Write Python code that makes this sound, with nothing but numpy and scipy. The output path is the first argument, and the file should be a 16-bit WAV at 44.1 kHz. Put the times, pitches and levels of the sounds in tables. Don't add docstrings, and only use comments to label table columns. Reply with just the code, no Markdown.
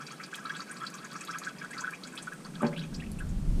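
import sys
import numpy as np
from scipy import signal
from scipy.fft import rfft, irfft
from scipy.io import wavfile

SR = 44100
rng = np.random.default_rng(int(sys.argv[2]) if len(sys.argv) > 2 else 0)


def waveform_to_disk(signal):
    frames = np.transpose(np.atleast_2d(signal))
    scaled = np.clip(frames, -1, 1) * 32767
    samples = np.round(scaled).astype(np.int16)
    wavfile.write(sys.argv[1], SR, samples)


N = 158760

PLOP_SWELL_MS, PLOP_RISE_OCTAVES, PLOP_ROUGH, PLOP_SNAP_DB = 4.34, 0.25, 0.15, -32.5
TICK_SWELL_MS, TICK_RISE_OCTAVES, TICK_ROUGH, TICK_SNAP_DB = 3.8, 0.13, 0.97, -9.5
TICK_DB, POP_DB = -2.5, 5
PLOP_SPRAY_OCTAVES, TICK_SPRAY_OCTAVES = 0.186, 0.268
POP_DECAY_S, POP_LOWEST_HZ = 0.00068, 7450
GURGLE_DB, GURGLE_PER_S, GURGLE_HZ, GURGLE_OCTAVES = -50.5, 180, 1369, 0.247
BABBLE_DB, BABBLE_PER_S, BABBLE_HZ, BABBLE_OCTAVES = -58.5, 430, 2142, 0.26
FIZZ_DB, FIZZ_PER_S, FIZZ_HZ, FIZZ_OCTAVES = -61.5, 320, 5797, 0.403
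SPLASHBACK_DB, SPLASHBACK_T60 = -2, 0.062

# [t/s, level/dB, f/Hz at full swell]
PLOPS = [(0.0024, -36.5, 1344), (0.0785, -41, 1404), (0.111, -38.5, 1260), (0.2003, -38, 1970),
         (0.3294, -34, 1613), (0.382, -38.5, 1610), (0.451, -29.5, 1283), (0.4653, -38, 1250),
         (0.4964, -29.5, 1534), (0.5028, -30.5, 1595), (0.5544, -38.5, 1455), (0.596, -33.5, 1310),
         (0.6977, -38, 1460), (0.719, -48, 1800), (0.816, -31.5, 1280), (0.825, -37, 1236),
         (0.836, -28, 1335), (1.036, -36.5, 1380), (1.1543, -33, 1220), (1.212, -43.5, 2545),
         (1.292, -24, 1340), (1.3284, -40, 1290), (1.335, -43, 2420), (1.3454, -32.5, 1540),
         (1.3558, -28.5, 1220), (1.4177, -38.5, 1215), (1.442, -38, 1740), (1.4673, -29.5, 1464),
         (1.6162, -35, 1593), (1.6396, -33, 1406), (1.707, -39.5, 1560), (1.7315, -33, 1920),
         (1.7673, -32, 1340), (1.786, -32, 1343), (1.8156, -35, 967), (1.8395, -26, 1446),
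         (1.8715, -26, 1408), (1.925, -38, 1655), (1.9338, -39, 2353), (2.1342, -40, 1490),
         (2.168, -44, 2480), (2.2718, -29, 1362), (2.3203, -34, 1570), (2.6075, -31, 1220),
         (2.649, -45, 2460), (2.728, -39, 2030), (2.7631, -36, 2750), (2.779, -40.5, 1587),
         (2.814, -43, 2820), (2.837, -45, 2450), (2.9999, -42, 2680), (3.0213, -37, 1867),
         (3.062, -50, 2610), (3.188, -47.5, 2690), (3.2034, -38.5, 1540), (3.2173, -40.5, 1404)]
# [t/s, level/dB before TICK_DB, f/Hz at full swell]
TICKS = [(0.0668, -40, 4990), (0.114, -42.5, 6150), (0.235, -39, 4950), (0.344, -37, 3310),
         (0.3554, -42, 8240), (0.4547, -42, 3980), (0.4945, -43, 3210), (0.55, -42, 3350),
         (0.5618, -44, 4190), (0.6033, -39.5, 4590), (0.713, -37, 8760), (0.7686, -44, 4510),
         (0.8664, -34.5, 4304), (0.94, -40, 6300), (0.984, -46, 4040), (1.0456, -42, 6730),
         (1.115, -43.5, 4350), (1.1614, -42, 5720), (1.209, -37, 7720), (1.2377, -47, 5030),
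         (1.2745, -40, 3730), (1.3101, -37, 5850), (1.3851, -40, 6280), (1.435, -40.5, 4300),
         (1.4475, -41, 6780), (1.484, -47, 6700), (1.585, -45, 4910), (1.709, -42, 8200), (1.78, -37, 4470),
         (1.8058, -35, 6310), (2.0354, -38.5, 4215), (2.072, -42.5, 7500), (2.1557, -42, 9400),
         (2.176, -33, 3325), (2.226, -37, 8450), (2.4493, -43.5, 4390), (2.5528, -45.5, 3740),
         (2.6654, -40.5, 4430), (2.7772, -37, 3090), (2.7917, -39.5, 3860), (2.9439, -36.5, 4870),
         (3.1888, -44.5, 8680), (3.29, -49, 7000)]
# [t/s, level/dB before POP_DB]
POPS = [(0.356, -30.5), (0.902, -37), (0.9522, -36.5), (1.131, -38.5), (1.25, -35.5), (1.3857, -29.5),
        (1.9084, -36), (2.155, -39), (2.3344, -39.5), (2.6203, -37), (3.117, -34.5)]
# [t/s, level/dB]
FLOW = [(0, 1), (1.0, -0.5), (1.9, -2), (2.35, -4), (2.6, -4.5), (3.0, -11.5), (3.6, -37)]
# [f/Hz, width/Hz, level/dB]
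CAVITY = [(1315, 45, -3), (2550, 90, -4), (3310, 60, -6), (4600, 80, -6), (6550, 120, -4)]
# [f/Hz, level/dB]
PAN = [(600, -24), (1000, -2.5), (1300, -5), (1680, -3.5), (1880, -6), (2550, 0.5), (2900, -5.5),
       (3300, 2.5), (6500, -1)]


def trickle():
    oil = np.zeros(N)
    plop_voice = PLOP_SWELL_MS, PLOP_RISE_OCTAVES, PLOP_ROUGH, PLOP_SNAP_DB
    for s, db, hz in PLOPS:
        add(oil, *burst(s, db, hz, PLOP_SPRAY_OCTAVES, *plop_voice))
    tick_voice = TICK_SWELL_MS, TICK_RISE_OCTAVES, TICK_ROUGH, TICK_SNAP_DB
    for s, db, hz in TICKS:
        add(oil, *burst(s, db + TICK_DB, hz, TICK_SPRAY_OCTAVES, *tick_voice))

    t = np.arange(SR // 100) / SR
    for s, db in POPS:
        snap = rng.standard_normal(len(t)) * np.exp(-t / POP_DECAY_S)
        add(oil, s, amp(db + POP_DB) * highpass(snap, POP_LOWEST_HZ))

    gurgle = swarm(GURGLE_PER_S, GURGLE_HZ, GURGLE_OCTAVES, swell_ms=4.88, spread_db=8.5, rough=0.11)
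    babble = swarm(BABBLE_PER_S, BABBLE_HZ, BABBLE_OCTAVES, swell_ms=1.7, spread_db=5, rough=0.79)
    fizz = swarm(FIZZ_PER_S, FIZZ_HZ, FIZZ_OCTAVES, swell_ms=1.35, spread_db=14.5, rough=0.73)
    faint = amp(GURGLE_DB) * gurgle + amp(BABBLE_DB) * babble + amp(FIZZ_DB) * fizz
    oil += level(FLOW) * stir() * faint

    oil = oil + amp(SPLASHBACK_DB) * echoes(oil, SPLASHBACK_T60)
    resonance = np.zeros(N)
    for hz, width, db in CAVITY:
        resonance += amp(db) * signal.lfilter(*signal.iirpeak(hz, hz / width, SR), oil)
    return colour(oil + resonance, PAN)


SPRAY_DB, SPRAY_S = -10, 0.0075
LEAD_SHARE = 0.4285


def burst(s, db, hz, spray_octaves, swell_ms, *voice):
    out = np.zeros(SR // 6)
    middle_s = 0.06
    add(out, middle_s - LEAD_SHARE * swell_ms / 1000, bubble(hz, swell_ms, *voice))
    for wait, size in rng.standard_normal((4, 2)):
        ratio = 2 ** (spray_octaves * (size + wait / 2 + 0.5))
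        satellite = bubble(hz * ratio, swell_ms / 2, *voice)
        add(out, middle_s + SPRAY_S * (wait + 1), amp(SPRAY_DB) * satellite)
    cut = max(round((middle_s - s) * SR), 0)
    return max(s - middle_s, 0), amp(db) * out[cut:]


SPLASH_WIDTH = 0.27


def bubble(hz, swell_ms, rise_octaves, rough, snap_db):
    t = np.arange(SR // 25) / SR
    u = 1000 * t / max(swell_ms, 0.2)
    pitch = np.minimum(hz * 2 ** (rise_octaves * np.tanh((u - 1) / 2)), SR / 2)
    phase = 2 * np.pi * (np.cumsum(pitch) / SR + rng.random())

    a, b, film = rng.standard_normal((3, len(t)))
    r = np.exp(-np.pi * SPLASH_WIDTH * hz / SR)
    a, b = unit(signal.lfilter([1], [1, -2 * r, r * r], [a, b]))
    share = np.clip(rough, 0, 1)
    blur = np.sqrt(1 - share) + np.sqrt(share / 2) * (a + 1j * b)
    note = (blur * np.exp(1j * phase)).real

    swell = (u * np.exp(1 - u)) ** 2
    snap = (2 * u * np.exp(1 - 2 * u)) ** 2 * np.gradient(film)
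    return swell * note + amp(snap_db) * snap


def swarm(per_s, hz, octaves, swell_ms, spread_db, rough):
    out = np.zeros(N)
    chance = per_s * N / SR / (60 * 40)
    for size in rng.standard_normal(60):
        ring = bubble(hz * 2 ** (octaves * size), swell_ms, PLOP_RISE_OCTAVES, rough, PLOP_SNAP_DB)
        for when, keep, strength in rng.random((40, 3)):
            if keep < chance:
                add(out, when * N / SR, amp(spread_db * strength ** 2) * ring)
    return unit(out)


STIR_S, STIR_LAG_S, CALM_DB = 0.019, 0.0072, -7


def stir():
    t = np.arange(N) / SR
    churn = sum(np.exp(-((t - s - STIR_LAG_S) / STIR_S) ** 2) for s, _, _ in PLOPS + TICKS)
    return amp(CALM_DB) + np.tanh(churn)


HISS_HZ, HISS_WIDTH_HZ = 8480, 1200
# [t/s, level/dB]
HISS_LEVEL = [(1.9, -68), (2.35, -62.5), (2.75, -69.5)]


def froth():
    band = signal.iirpeak(HISS_HZ, HISS_HZ / HISS_WIDTH_HZ, SR)
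    hiss = unit(signal.lfilter(*band, rng.standard_normal(N)))
    return hiss * level(HISS_LEVEL)


KNOCK_DB, KNOCK_RISE_S, SCUFF_DB, SCUFF_DECAY_S = -24, 0.00045, -28, 0.018
# [t/s, level/dB]
KNOCKS = [(2.619, -10), (2.629, -1), (2.6425, -4.5), (2.655, -7.5), (2.727, -18.5)]
# [f/Hz, level/dB, t60/s]
BODY = [(157.6, -8.5, 0.3), (236.4, 6.5, 0.094), (363.9, -6.5, 0.43), (472, -10, 0.24), (558.6, -9, 0.39),
        (583, -9.5, 0.27), (843, -10.5, 0.33), (905, -12, 0.24), (935, -21, .26), (1038, -19.5, 0.23),
        (1540, -12.5, 0.09)]
# [f/Hz, level/dB per Hz]
SCUFF = [(130, -25), (240, 5), (500, 4.5), (740, 1), (1000, -1), (1700, -6), (3000, -20.5), (8000, -84)]


def knock():
    out = np.zeros(N)
    t = np.arange(SR // 2) / SR
    ring = sum(amp(db - 60 * t / t60) * np.sin(2 * np.pi * hz * t) for hz, db, t60 in BODY)
    onset = 1 - np.exp(-t / KNOCK_RISE_S)
    for s, db in KNOCKS:
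        scuff = amp(SCUFF_DB) * noise(SCUFF)[:len(t)] * np.exp(-t / SCUFF_DECAY_S)
        add(out, s, amp(db) * onset * (amp(KNOCK_DB) * ring + scuff))
    return out


# [f/Hz, level/dB per Hz]
DRAUGHT = [(20, -9), (100, -51), (140, 0.5), (165, 5), (230, -2), (330, -14), (1500, -54)]
# [t/s, level/dB]
DRAUGHT_LEVEL = [(0, -71), (2.2, -58), (2.55, -45.5), (2.85, -40.5), (2.94, -39), (3.25, -45), (3.6, -39.5)]
# [f/Hz, level/dB per Hz]
BUFFET = [(10, -21), (25, 0), (38, -2), (60, -9), (100, -10), (160, -15.5), (300, -27.5), (1200, -59.5)]
# [t/s, level/dB]
BUFFET_LEVEL = [(2.1, -86), (2.8, -60.5), (2.96, -45), (3.16, -40.5), (3.32, -33.5), (3.49, -33.5),
                (3.6, -24)]
# [middle t/s, half length/s, level/dB, f/Hz at the middle, glide/octaves per s]
EDDIES = [(2.815, 0.029, -31.5, 156, -1.5), (2.988, 0.025, -35, 166, 0.5), (3.085, 0.07, -42.5, 220, -2.6),
          (3.225, .045, -37.5, 151, -5), (3.495, 0.02, -21, 31, -3.5)]


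def wind():
    out = noise(DRAUGHT) * level(DRAUGHT_LEVEL) + noise(BUFFET) * level(BUFFET_LEVEL)
    t = np.arange(-SR // 5, SR // 5) / SR
    for s, half_s, db, hz, glide in EDDIES:
        turns = np.cumsum(hz * 2 ** (glide * t)) / SR + rng.random()
        hum = np.exp(-(t / half_s) ** 2) * np.sin(2 * np.pi * turns)
        add(out, s + t[0], amp(db) * hum)
    return out


AIR_DB = -49
# [f/Hz, level/dB per Hz]
AIR = [(20, -37), (90, -26.5), (112, -33), (140, 0), (180, 1), (250, -3), (400, -9), (800, -15.5),
       (3000, -25.5), (6000, -27.5), (8700, -29.5), (11500, -29), (15000, -23)]


def still_air():
    return amp(AIR_DB) * noise(AIR)


def echoes(x, t60):
    t = np.arange(SR // 2) / SR
    present = (rng.random(len(t)) < 0.1) * (t > 0.001)
    taps = rng.choice([-1., 1.], len(t)) * present * amp(-60 * t / t60)
    return signal.fftconvolve(x, taps / np.linalg.norm(taps))[:N]


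def amp(db):
    return 10 ** (np.asarray(db) / 20)


def unit(x):
    return x / np.sqrt(np.mean(x ** 2) + 1e-20)


def level(points):
    return amp(np.interp(np.arange(N) / SR, *np.transpose(points)))


def add(mix, s, sound):
    part = mix[max(round(s * SR), 0):][:len(sound)]
    part += sound[:len(part)]


def noise(spectrum):
    return unit(colour(rng.standard_normal(N), spectrum))


def colour(x, spectrum):
    hz, db = np.transpose(spectrum)
    bins = np.fft.rfftfreq(2 * N, 1 / SR)
    gain = amp(np.interp(np.log(bins + 1), np.log(hz), db))
    return irfft(rfft(x, 2 * N) * gain)[..., :N]


def highpass(x, hz, order=2):
    sos = signal.butter(order, min(hz, 0.45 * SR), "high", fs=SR, output="sos")
    return signal.sosfilt(sos, x)


GARAGE_DB, GARAGE_T60 = -17.5, 0.35
WIDE_HZ = 13000


def scene():
    near = trickle() + froth() + highpass(knock(), hz=134, order=6)
    mid = near + amp(GARAGE_DB) * echoes(near, GARAGE_T60) + still_air() + wind()
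    scatter = echoes(mid, SPLASHBACK_T60)
    side = highpass(scatter, WIDE_HZ, order=8)
    return np.array([mid + side, mid - side])


EDGE_HZ = 15450


def record(dry):
    dull = colour(dry, [(9000, 0.5), (11500, -4.5), (15000, -18.5)])
    lowpass = signal.firwin(511, EDGE_HZ, window=("kaiser", 9), fs=SR)
    return signal.oaconvolve(dull, lowpass[None], "same")


dry = scene()
out = record(dry)
waveform_to_disk(out)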